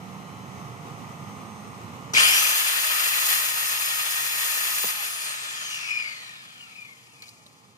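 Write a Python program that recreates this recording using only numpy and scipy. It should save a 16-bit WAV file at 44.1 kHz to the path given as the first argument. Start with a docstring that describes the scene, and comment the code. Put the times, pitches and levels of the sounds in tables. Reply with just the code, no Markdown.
"""Outdoors, distant traffic noise and a machine hum waver, with passing tones and two faint knocks.
At 2.1 s a circular saw clicks on and groans up to speed by a wall; the background sinks, then creeps back.
It cuts a board from about 3 to 4.5 s; the cut end breaks off at 4.8 s and the saw coasts down.
Sine families at multiples of the armature speed make its whine; filtered noise makes its roar and hiss.
At 6.1 s it is set aside and its direction changes; short ringing knocks follow from 7.2 s."""
import sys
import numpy as np
from scipy import signal
from scipy.fft import rfft, irfft, next_fast_len
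from scipy.io import wavfile

SR = 44100
rng = np.random.default_rng(int(sys.argv[2]) if len(sys.argv) > 2 else 0)


def master_out(mix):
    """Clip the mix to full scale and print it as 16-bit PCM to the path in sys.argv[1]."""
    frames = np.transpose(np.atleast_2d(mix))
    ceiling = np.clip(frames, -1, 1)
    pcm = np.round(ceiling * 32767).astype(np.int16)
    wavfile.write(sys.argv[1], SR, pcm)


N = 342657
SIZE = next_fast_len(N)
HZ = np.fft.rfftfreq(SIZE, 1 / SR)   # frequencies of the noise spectra
TIME = np.arange(N) / SR   # seconds
CUTOFF_HZ = 15750   # no whine line is made above this
CUT_START_S, CUT_END_S, CUT_EDGE_S = 2.97, 4.52, 0.18   # blade in the wood; length of entry and exit

# trigger click: (time [s], level [dB], pitch [Hz])
SWITCH = [(2.136, -21, 5770)]
# armature under power, once run up; the last row is the release: (time [s], speed [turns per s])
SPEED = [(2.134, 411), (2.3, 414), (2.4, 430), (2.5, 443.5), (2.62, 450.5), (3.05, 484.5), (3.2, 486),
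         (3.35, 481), (3.5, 470), (3.65, 466.5), (4.3, 467.5), (4.55, 471), (4.7, 482.5), (4.867, 493)]
# resonances of the blade guard: (frequency [Hz], width [Hz], level [dB])
GUARD_MODES = [(2280, 110, -2.5), (2448, 155, -3.5), (2895, 76, -7.5)]


def from_db(db):
    """Decibels to gain."""
    return 10 ** (np.asarray(db) / 20)


def rms_one(x):
    """Scale to an rms (average strength) of 1."""
    return x / np.sqrt(np.mean(x ** 2) + 1e-20)


def in_time(rows, before=None):
    """Turn each column of a time table into a curve with one value per sample."""
    s, *columns = np.transpose(rows)
    return [np.interp(TIME, s, column, left=before) for column in columns]


def at_hz(points, hz):
    """Read a spectrum table on a log-frequency axis."""
    f, value = np.transpose(points)
    return np.interp(np.log(hz + 1), np.log(f + 1), value)


def bump(centre_s, length_s):
    """A smooth hill in time with a top of 1."""
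    return np.exp(-((TIME - centre_s) / length_s) ** 2)


def drift(rate):
    """Random wander of spread 1: noise smoothed twice at the rate [Hz], made at every 20th sample."""
    r = np.exp(-40 * np.pi * rate / SR)
    noise = rng.standard_normal(N // 20 + 2002)
    slow = signal.lfilter([1], [1, -2 * r, r * r], noise)[2000:]   # skip the filter's start
    return np.interp(np.arange(N) / 20, np.arange(len(slow)), rms_one(slow))


def coloured(spectrum_db):
    """Three unrelated noises of one spectrum, with a joint rms of 1: direct, scattered left and right."""
    white = rfft(rng.standard_normal((3, SIZE)))
    return rms_one(irfft(white * from_db(spectrum_db), SIZE)[:, :N])


def echoed(x):
    """A tone as three rows: direct, and its later, weaker wall echo on each side."""
    echo_s, echo_db = (.0031, .0047), -4   # left and right delay
    return np.array([x] + [from_db(echo_db) * np.roll(x, round(s * SR)) for s in echo_s])


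def ping(events, cycles, rattle, crack):
    """Each event rings at its pitch with noise near it and bright noise, fading 60 dB in so many cycles."""
    length = 5000   # samples; every ring stops here
    out, t = np.zeros(N), np.arange(length) / SR
    grit = rng.standard_normal((len(events), length))
    for (s, db, hz), noise in zip(events, grit):
        at = round(s * SR)
        attack = 1 - np.exp(-3.0 * t * hz)
        shape = from_db(db - 60 * t * hz / cycles) * attack
        near = rms_one(signal.lfilter(*signal.iirpeak(hz, 3.0, fs=SR), noise))
        out[at:at + length] += shape * (np.sin(2 * np.pi * hz * t) + rattle * near + crack * noise)
    return out


def microphones(x, lead, pan, diffuse):
    """Two microphones hear the direct row with phase and level offsets, plus their own scattered row."""
    direct, *scattered = rfft(x, SIZE)
    wet = from_db(at_hz(diffuse, HZ))
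    side = np.array([[.5], [-.5]])   # each side takes half of the offset
    turned = direct * np.exp(1j * side * np.interp(HZ, *np.transpose(lead)))
    mixed = (turned + wet * np.array(scattered)) / np.sqrt(1 + wet ** 2)
    return irfft(from_db(side * at_hz(pan, HZ)) * mixed, SIZE)[:, :N]


def background_db():
    """The background level sinks once the saw has started, then creeps back."""
    start_db, sunk_db, sink_s, sink_time_s, creep_db_per_s = -44, -67, 2.15, 0.26, 1
    since = np.maximum(TIME - sink_s, 0)
    change_db = sunk_db - start_db + creep_db_per_s * since
    return start_db + change_db * (1 - np.exp(-since / sink_time_s))


def traffic(level_db):
    """Distant traffic: noise of a fixed spectrum whose level wanders slightly."""
    # traffic spectrum: (frequency [Hz], level [dB per Hz])
    traffic_spectrum = [(18, -64), (30, -49), (112, 1), (194, -1), (364, -11), (449, -10), (649, -15),
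                        (1250, -6.5), (1590, -23.5), (1960, -16), (4530, -29.5), (6210, -26.5), (7270, -32),
                        (8740, -32.5), (16000, -39.5)]
    low = (HZ > 70) & (HZ < 300)
    gain = from_db(at_hz(traffic_spectrum, HZ))
    share = np.sqrt(np.sum(gain ** 2) / np.sum(gain[low] ** 2))   # the level is that of the bass
    return share * from_db(level_db + .7 * drift(5)) * coloured(at_hz(traffic_spectrum, HZ))


def passing_tones():
    """Sine tones in the background swell and pass while their pitch wavers."""
    # passing tones: (time [s], length [s], frequency [Hz], level [dB])
    passing = [(.2, 0.31, 188, -44.5), (.65, 0.2, 128.2, -47.5), (1.403, 0.35, 207, -47.5),
               (1.45, .22, 6298, -60)]
    tones = 0
    for s, length, hz, db in passing:
        level = from_db(db + 2 * drift(8.4)) * bump(s, length)
        tones = tones + level * np.sin(2 * np.pi * hz * TIME + 2 * drift(4.4))
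    return np.sqrt(2) * echoed(tones)


def machine_hum(level_db):
    """Steady machine tones that share one phase waver, each with its own level wander."""
    # hum tones: (frequency [Hz], level [dB] before a common trim)
    hum_tones = [(468.3, -62), (699.8, -58), (759.0, -60), (818.3, -60), (872.1, -59), (1066, -64),
                 (1217, -60), (2008, -73), (2449, -74), (2681, -71), (2912, -76), (3031, -68), (4081, -72),
                 (4199, -80), (5480, -78), (5830, -81), (6062, -77), (6180, -78), (6293, -70), (6530, -80),
                 (6643, -81), (6880, -77), (6993, -81), (7930, -84), (8511, -74), (8742, -81)]
    waver = drift(2.7)
    tones = 0
    for hz, db in hum_tones:
        level = from_db(db - 1.0 + 3.7 * drift(1.4))
        tones = tones + level * np.sin(2 * np.pi * hz * TIME + waver)
    return np.sqrt(2) * tones * from_db(level_db - level_db[0])


def handling():
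    """Small knocks of the tool being handled ring briefly, mixed with noise."""
    # knocks: (time [s], level [dB], pitch [Hz])
    knocks = [(0.5794, -45, 6300), (1.2394, -44, 5000), (7.222, -31, 4280), (7.2404, -39, 4510),
              (7.27, -47, 5070), (7.2814, -38, 4080), (7.2908, -33, 4800), (7.464, -40, 4000)]
    return ping(knocks, cycles=50.0, rattle=.6, crack=.3)


def cutting():
    """0 in the air, 1 in the wood, with ramps at entry and exit."""
    inside_s = np.minimum(TIME - CUT_START_S, CUT_END_S - TIME)
    return np.clip(inside_s / CUT_EDGE_S + .5, 0, 1)


def board():
    """The board hums under the blade with a rising pitch; then its cut end breaks off and knocks once more."""
    # break and knock: (time [s], level [dB], pitch [Hz])
    offcut = [(4.8408, -22, 900), (4.8425, -18.5, 480), (4.846, -33, 210), (4.854, -30, 640),
              (4.858, -38, 140), (4.936, -36, 700)]
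    thrum_db, thrum_hz, rise_hz_per_s = -61, 128.5, 3.2
    pitch = thrum_hz + rise_hz_per_s * (TIME - CUT_START_S)
    phase = 2 * np.pi * np.cumsum(pitch) / SR + 0.2 * drift(3)
    level = cutting() ** 2 * from_db(thrum_db + 2.1 * drift(3.0))
    snap = ping(offcut, cycles=7.0, rattle=.2, crack=.03)
    high_pass = signal.butter(2, 100, "high", fs=SR, output="sos")
    return np.sqrt(2) * level * np.sin(phase) + signal.sosfilt(high_pass, snap + 1e-18)


def speed():
    """Armature turns per second: it runs up, sags in the wood, then friction and the fan slow it."""
    run_up_s = .07
    friction, viscous, fan = 42.5, .388, 4.56e-6   # loss in turns per s2: steady, per speed, per speed cubed
    start, (release, top) = SPEED[0][0], SPEED[-1]
    powered = in_time(SPEED)[0] * (1 - np.exp(-np.maximum(TIME - start, 0) / run_up_s))
    falling = np.linspace(top, 1, 4000)
    loss = friction + viscous * falling + fan * falling ** 3
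    elapsed = np.cumsum((top - 1) / 4000 / loss)   # time taken to fall to each speed
    coasting = np.interp(TIME - release, elapsed, falling)
    return np.where(TIME < release, np.maximum(powered, 20), coasting)


def by_state(free_db, wood_db, coast_db):
    """A level that depends on whether the saw runs free, cuts or coasts."""
    coasting = np.clip((TIME - SPEED[-1][0]) / 0.47, 0, 1)
    return free_db + (wood_db - free_db) * cutting() + (coast_db - free_db) * coasting


def noise_levels():
    """Levels of the casing roar and the air hiss, with brief swells; near silence before the start."""
    # saw noise: (time [s], roar level [dB], hiss level [dB])
    noise_rows = [(2.135, -35, -32.5), (2.18, -21.5, -22.5), (2.43, -27, -24.5), (2.62, -29, -27.5),
                  (3.01, -28.5, -28), (3.53, -32.5, -30), (4.3, -32.5, -31), (4.86, -33, -29),
                  (5.0, -35.5, -36), (5.18, -38.5, -36.5), (5.4, -38.5, -40.5), (5.75, -40, -41),
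                  (6.1, -43.5, -49.5), (6.35, -48, -56), (6.7, -55.5, -59), (7.0, -60, -61.5),
                  (7.35, -65.5, -61), (7.77, -65.5, -68)]
    # brief swells: (time [s], length [s], roar boost [dB], hiss boost [dB])
    swells = [(3.31, 0.12, 3, 3.5), (4.493, 0.15, 1, 1.5), (5.049, 0.028, 2.5, 3), (5.278, 0.054, 3.5, 2.5),
              (5.74, 0.023, 0, 2), (7.232, 0.013, 9.5, 1), (7.278, 0.033, 3, 6)]
    roar_db, hiss_db = in_time(noise_rows, before=-150)
    for s, length, roar_boost, hiss_boost in swells:
        roar_db = roar_db + roar_boost * bump(s, length)
        hiss_db = hiss_db + hiss_boost * bump(s, length)
    return roar_db, hiss_db


def casing_db(hz):
    """Casing and blade resonances boost or weaken the sound near their own frequencies."""
    # resonances: (frequency [Hz], width [Hz], boost [dB])
    casing = [(238, 12, 9.5), (432, 22, 8), (608, 25, 8.5), (1059, 14, 7), (1249, 98, 11), (1784, 125, 10),
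              (2030, 87, -6), (2452, 40, 10), (2755, 40, 6.5), (3110, 89, 7), (3435, 40, 10),
              (3770, 450, -3), (4880, 200, 7), (5215, 70, 5), (5580, 80, -4), (5960, 390, -2),
              (8300, 180, 0), (10630, 860, 3), (12550, 74, 6)]
    return sum(db / (1 + (2 * (hz - centre) / width) ** 2) for centre, width, db in casing)


def gliding_casing_db(hz):
    """Casing boost along a changing pitch, worked out at every 32nd sample."""
    return np.repeat(casing_db(hz[::32]), 32)[:N]


def guard_lift_db(hz):
    """Gear lines swell as they pass the guard modes."""
    lift_db, spread = 17, .75   # reach in mode widths
    near = sum(from_db(lift_db + db) / (1 + ((hz - f) / (spread * width)) ** 2)
               for f, width, db in GUARD_MODES)
    return 20 * np.log10(1 + near)


def whine(turns, lead, lead_db, others, wobble_db):
    """Rough sine lines at multiples of the speed; the weaker ones swell as they glide through the casing."""
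    phase = 2 * np.pi * np.cumsum(turns) / SR
    source_db = lead_db - gliding_casing_db(lead * turns)   # so the lead ends up at lead_db
    out = 0
    for multiple, db in [(lead, 0)] + others:
        hz = multiple * turns
        line_db = source_db + db + gliding_casing_db(hz)
        level = from_db(line_db + wobble_db * (drift(19.0) + drift(78))) * (hz < CUTOFF_HZ)
        blur = (.3 + multiple / 140) * drift(40)   # uneven teeth widen the high orders most
        out = out + np.sqrt(2) * level * np.sin(multiple * phase + blur)
    return out


def unbalance(turns, roar_db):
    """The unbalance drones twice per turn."""
    # drone: (time [s], level [dB] over the roar)
    drone_level = [(2.2, -30), (2.4, -19), (2.7, -22), (4.9, -21), (5.0, -12), (5.08, -16), (5.2, -32),
                   (6.0, -50)]
    return whine(turns, 2, roar_db + in_time(drone_level)[0], [], wobble_db=1.5)


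def tooth_whine(turns, roar_db):
    """Tooth lines change level between running free, cutting and coasting."""
    # weaker lines: (multiple of the armature speed, level [dB] against the lead)
    tooth_lines = [(5.6, -6), (7, -9), (8.4, -1), (11.2, -5), (16.8, -2), (33.6, -6)]
    level_db = roar_db + by_state(-17, -12.5, -36)
    return whine(turns, 4, level_db, tooth_lines, wobble_db=2.5)


def gear_whine(turns, roar_db):
    """The gear mesh and its overtone whine, swelling in the guard; wheel run-out splits the mesh tone."""
    # mesh tone: (time [s], level [dB] over the roar, before the guard's lift)
    mesh_level = [(2.15, -14), (2.3, -12), (2.38, -8), (2.45, -11), (2.53, -9), (2.6, -23), (3.0, -22),
                  (3.6, -17), (4.5, -17), (4.86, -23), (5.5, -12)]
    # weaker lines of both families: (multiple of the armature speed, level [dB] against the lead)
    mesh_lines = [(13.3, -12), (13.65, -4), (14.35, -5), (14.7, -12)]
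    overtone_lines = [(26, -12), (27.65, -5), (28.35, -7)]
    overtone_lift = 1.42   # the overtone excites the guard more than the mesh tone
    mesh_db = roar_db + in_time(mesh_level)[0] + guard_lift_db(14 * turns)
    overtone_db = roar_db + by_state(-25, -22, -14) + overtone_lift * guard_lift_db(28 * turns)
    mesh = whine(turns, 14, mesh_db, mesh_lines, wobble_db=2.2)
    return mesh + whine(turns, 28, overtone_db, overtone_lines, wobble_db=2.4)


def high_order_whine(turns, hiss_db):
    """High gear and brush orders grow against the hiss as the saw slows, then fade near standstill."""
    # weaker lines: (multiple of the armature speed, level [dB] against order 42)
    high_lines = [(48, -9), (56, -8), (70, -14)]
    # the highest lines, some alone and some close together:
    # (multiple of the armature speed, level [dB] against order 140)
    top_lines = [(96, 1), (98, 0), (112, -3), (126, -4), (144, -1), (166, -2), (168, 0), (170, -2),
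                 (182, -3)]
    db_per_octave, full_speed = -9, 85   # they grow down to this many turns per s
    fade_s, fade_db_per_s = 7.2, 40
    octaves_above = np.log2(np.maximum(turns / full_speed, 1))
    fade_db = fade_db_per_s * np.maximum(TIME - fade_s, 0)
    slowed_db = hiss_db + db_per_octave * octaves_above - fade_db
    high = whine(turns, 42, slowed_db - 3.5, high_lines, wobble_db=2)
    return high + whine(turns, 140, slowed_db - 19, top_lines, wobble_db=2)


def commutator_whine(turns, roar_db):
    """The commutator whines around 30 times the armature speed and at its double."""
    # leading line: (time [s], level [dB] over the roar)
    commutator_level = [(2.2, -9), (2.45, -5.5), (2.7, -11.5), (2.95, -11), (3.2, -8), (3.7, -6),
                        (4.3, -10), (4.8, -3.5), (5.0, -7), (5.25, -5), (5.6, -8), (5.95, -8.5), (6.12, -4),
                        (6.3, -7), (6.7, -7), (7.0, -14)]
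    # weaker lines: (multiple of the armature speed, level [dB] against the lead)
    commutator_lines = [(29.3, -14), (30.7, -12), (60, -20)]
    return whine(turns, 30, roar_db + in_time(commutator_level)[0], commutator_lines, wobble_db=1.7)


def gear_groan():
    """The gears groan under the starting torque: a noise band that rises, holds and fades."""
    # groan spectrum: (frequency [Hz], level [dB per Hz])
    strain_band = [(1500, -51), (2150, -1), (2500, -3), (3200, 1.5), (3700, -20), (4450, -22), (4750, -8),
                   (5100, -24), (6000, -54)]
    held_db, attack_s, hold_s, fade_db_per_s = -23.5, 0.03, 0.12, 48
    since = np.maximum(TIME - SWITCH[0][0], 1e-6)
    rise_db = 40 * np.log10(np.minimum(since / attack_s, 1))
    fade_db = fade_db_per_s * np.maximum(since - attack_s - hold_s, 0)
    level_db = held_db + rise_db - fade_db
    return from_db(level_db + 0.82 * drift(53)) * coloured(at_hz(strain_band, HZ) + casing_db(HZ))


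def guard_ring(turns, roar_db):
    """Throbbing noise in the guard modes, strongest while a gear order passes the middle one."""
    # drive: (multiple of the armature speed, level [dB] added to the roar's)
    guard_drive = [(14, 5.5), (28, 3), (42, 0), (56, -4)]
    reach_hz, centre = 250, GUARD_MODES[1][0]
    drive = sum(from_db(db) / (1 + ((order * turns - centre) / reach_hz) ** 2)
                for order, db in guard_drive)
    modes = sum(from_db(2 * db) / (1 + (2 * (HZ - hz) / width) ** 2) ** 2
                for hz, width, db in GUARD_MODES)   # power
    return drive * from_db(roar_db + 2.5 * drift(45)) * coloured(10 * np.log10(modes))


def casing_roar(roar_db, chatter_db):
    """The casing roars: noise through its resonances, shaken by the gear play."""
    # roar spectrum: (frequency [Hz], level [dB per Hz])
    roar_spectrum = [(150, -45), (250, -24.5), (289, -27), (879, -9), (1250, -7), (1410, -5), (1820, -4.5),
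                     (2050, -1), (2400, -2), (4500, -4.5), (5850, -38), (9900, -120)]
    noise = coloured(at_hz(roar_spectrum, HZ) + 0.86 * casing_db(HZ))
    return from_db(roar_db + chatter_db + 0.72 * drift(36)) * noise


def dulled(x, turns):
    """A low-pass whose edge follows the fan speed, the level kept."""
    edge_multiple, slope = 31, 2.7   # edge over armature speed; gain falls as frequency to this power
    hz, s, frames = signal.stft(x, SR, nperseg=512)
    edge = edge_multiple * np.interp(s, TIME, turns)
    gain = (1 + (hz[:, None] / edge) ** 6) ** (-slope / 6)
    power = np.mean(abs(frames[0]) ** 2, axis=1, keepdims=True)
    gain = gain / np.sqrt(np.sum(power * gain ** 2, axis=0) / np.sum(power))
    return signal.istft(frames * gain, SR, nperseg=512)[1][:, :N]


def air_hiss(turns, hiss_db, chatter_db):
    """Cooling air hisses: noise that dulls as the fan slows and flutters once in two turns."""
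    # hiss spectrum: (frequency [Hz], level [dB per Hz])
    hiss_spectrum = [(2240, -38), (3800, -5.5), (4800, -7), (6690, -0.5), (7450, -2.5), (10100, -3),
                     (12700, -4), (14100, -1), (15000, -2), (16000, -2.5)]
    noise = coloured(at_hz(hiss_spectrum, HZ) + 0.86 * casing_db(HZ))
    air = dulled(noise, np.maximum(turns, 190.))
    flutter = 1 + .14 * np.sin(np.pi * np.cumsum(turns) / SR)
    return from_db(hiss_db + 0.65 * chatter_db + 0.73 * drift(26.8)) * air * flutter


def saw():
    """Tonal part with the trigger click, and noisy part, silent before the trigger."""
    turns = speed()
    roar_db, hiss_db = noise_levels()
    lines = unbalance(turns, roar_db) + tooth_whine(turns, roar_db) + gear_whine(turns, roar_db)
    lines += high_order_whine(turns, hiss_db) + commutator_whine(turns, roar_db)
    click = ping(SWITCH, cycles=900.0, rattle=.2, crack=0.1)
    chatter_db = 0.57 * drift(19.0) + 0.2 * drift(177)   # gear play shakes the whole tool
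    noise = casing_roar(roar_db, chatter_db) + air_hiss(turns, hiss_db, chatter_db)
    noise += gear_groan() + guard_ring(turns, roar_db)
    return lines + click, noise * (TIME > SWITCH[0][0])


def scene():
    """Place the street, the board and the saw; the saw sounds from the bench, then from lower down."""
    # phase between the microphones, per direction: (frequency [Hz], left leads by [radians])
    street_lead = [(0, 0), (860, -0.9), (2150, -4.8), (4050, -8.6), (5600, -3.7), (6120, -3.8), (6890, 0.5),
                   (8530, -0.1), (8790, -1.0), (10200, -3.5), (12200, 0.6), (13600, -0.2), (14600, 3.2),
                   (16200, 3.4)]
    bench_lead = [(0, 0), (1460, 3.6), (1980, 2.6), (2670, 5.2), (3190, 2.9), (3700, 3.1), (4390, 3.7),
                  (5000, 5.8), (7670, 9.3), (9990, 11.8), (10600, 14.0), (12400, 12.5), (14100, 13.1),
                  (16200, 9.8)]
    ground_lead = [(0, 0), (1380, 3.7), (1810, 2.8), (2330, 4.3), (3960, 3.4), (5680, 6.3), (6550, 8.3),
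                   (8440, 9.0), (9990, 13.0), (11400, 12.9), (13800, 12.5), (14800, 13.0), (15300, 15.9),
                   (16200, 15.7)]
    # level between the microphones, per direction: (frequency [Hz], left minus right [dB])
    street_pan = [(60, -6.5), (110, -6.5), (200, -4.5), (380, -4.5), (700, -5.5), (1290, 0.0), (2380, 0.0),
                  (4400, -1.5), (8120, 2.0), (15000, 0.5)]
    bench_pan = [(60, 14), (110, -12), (200, -1), (380, -3), (700, 1.5), (1290, 7), (2380, 6.5),
                 (4400, -1.5), (8120, 1.5), (15000, 1.5)]
    ground_pan = [(60, -1.0), (110, 2), (200, 0), (380, 1), (700, 0), (1290, -5), (2380, 7.5), (4400, -3),
                  (8120, 10), (15000, 11)]
    # scattered sound: (frequency [Hz], level against the direct sound [dB])
    street_diffuse = [(60, -15), (300, -1.5), (1000, -4.5), (4000, 10.5), (15000, -1)]
    saw_diffuse = [(300, 0), (1200, 0), (1600, -7), (2000, -1.5), (3000, -1.5), (8000, 1), (14000, 1.5)]
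    lifted_s, lowered_s = 6.1, 6.14   # the saw leaves the bench and is down
    level_db = background_db()
    street = microphones(traffic(level_db) + passing_tones(), street_lead, street_pan, street_diffuse)
    to_the_right = from_db([[-1.5], [1.5]])   # left and right gain
    tones, noise = saw()
    tool = from_db(2.5) * noise + echoed(from_db(2.0) * tones + handling())
    lowered = np.clip((TIME - lifted_s) / (lowered_s - lifted_s), 0, 1)
    bench = microphones(tool * (1 - lowered), bench_lead, bench_pan, saw_diffuse)
    ground = microphones(tool * lowered, ground_lead, ground_pan, saw_diffuse)
    return street + (machine_hum(level_db) + board()) * to_the_right + bench + ground


def record(dry):
    """The microphones lose the deep bass, peaks are rounded, the top is cut."""
    headroom = .8   # rounded peaks stay below this, ahead of the top cut
    bass_cut = signal.butter(3, 50, "high", fs=SR, output="sos")
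    top_cut = signal.cheby2(26, 75, CUTOFF_HZ + 120, fs=SR, output="sos")
    thin = signal.sosfilt(bass_cut, dry)
    return signal.sosfilt(top_cut, headroom * np.tanh(thin / headroom))


dry = scene()
out = record(dry)
master_out(out)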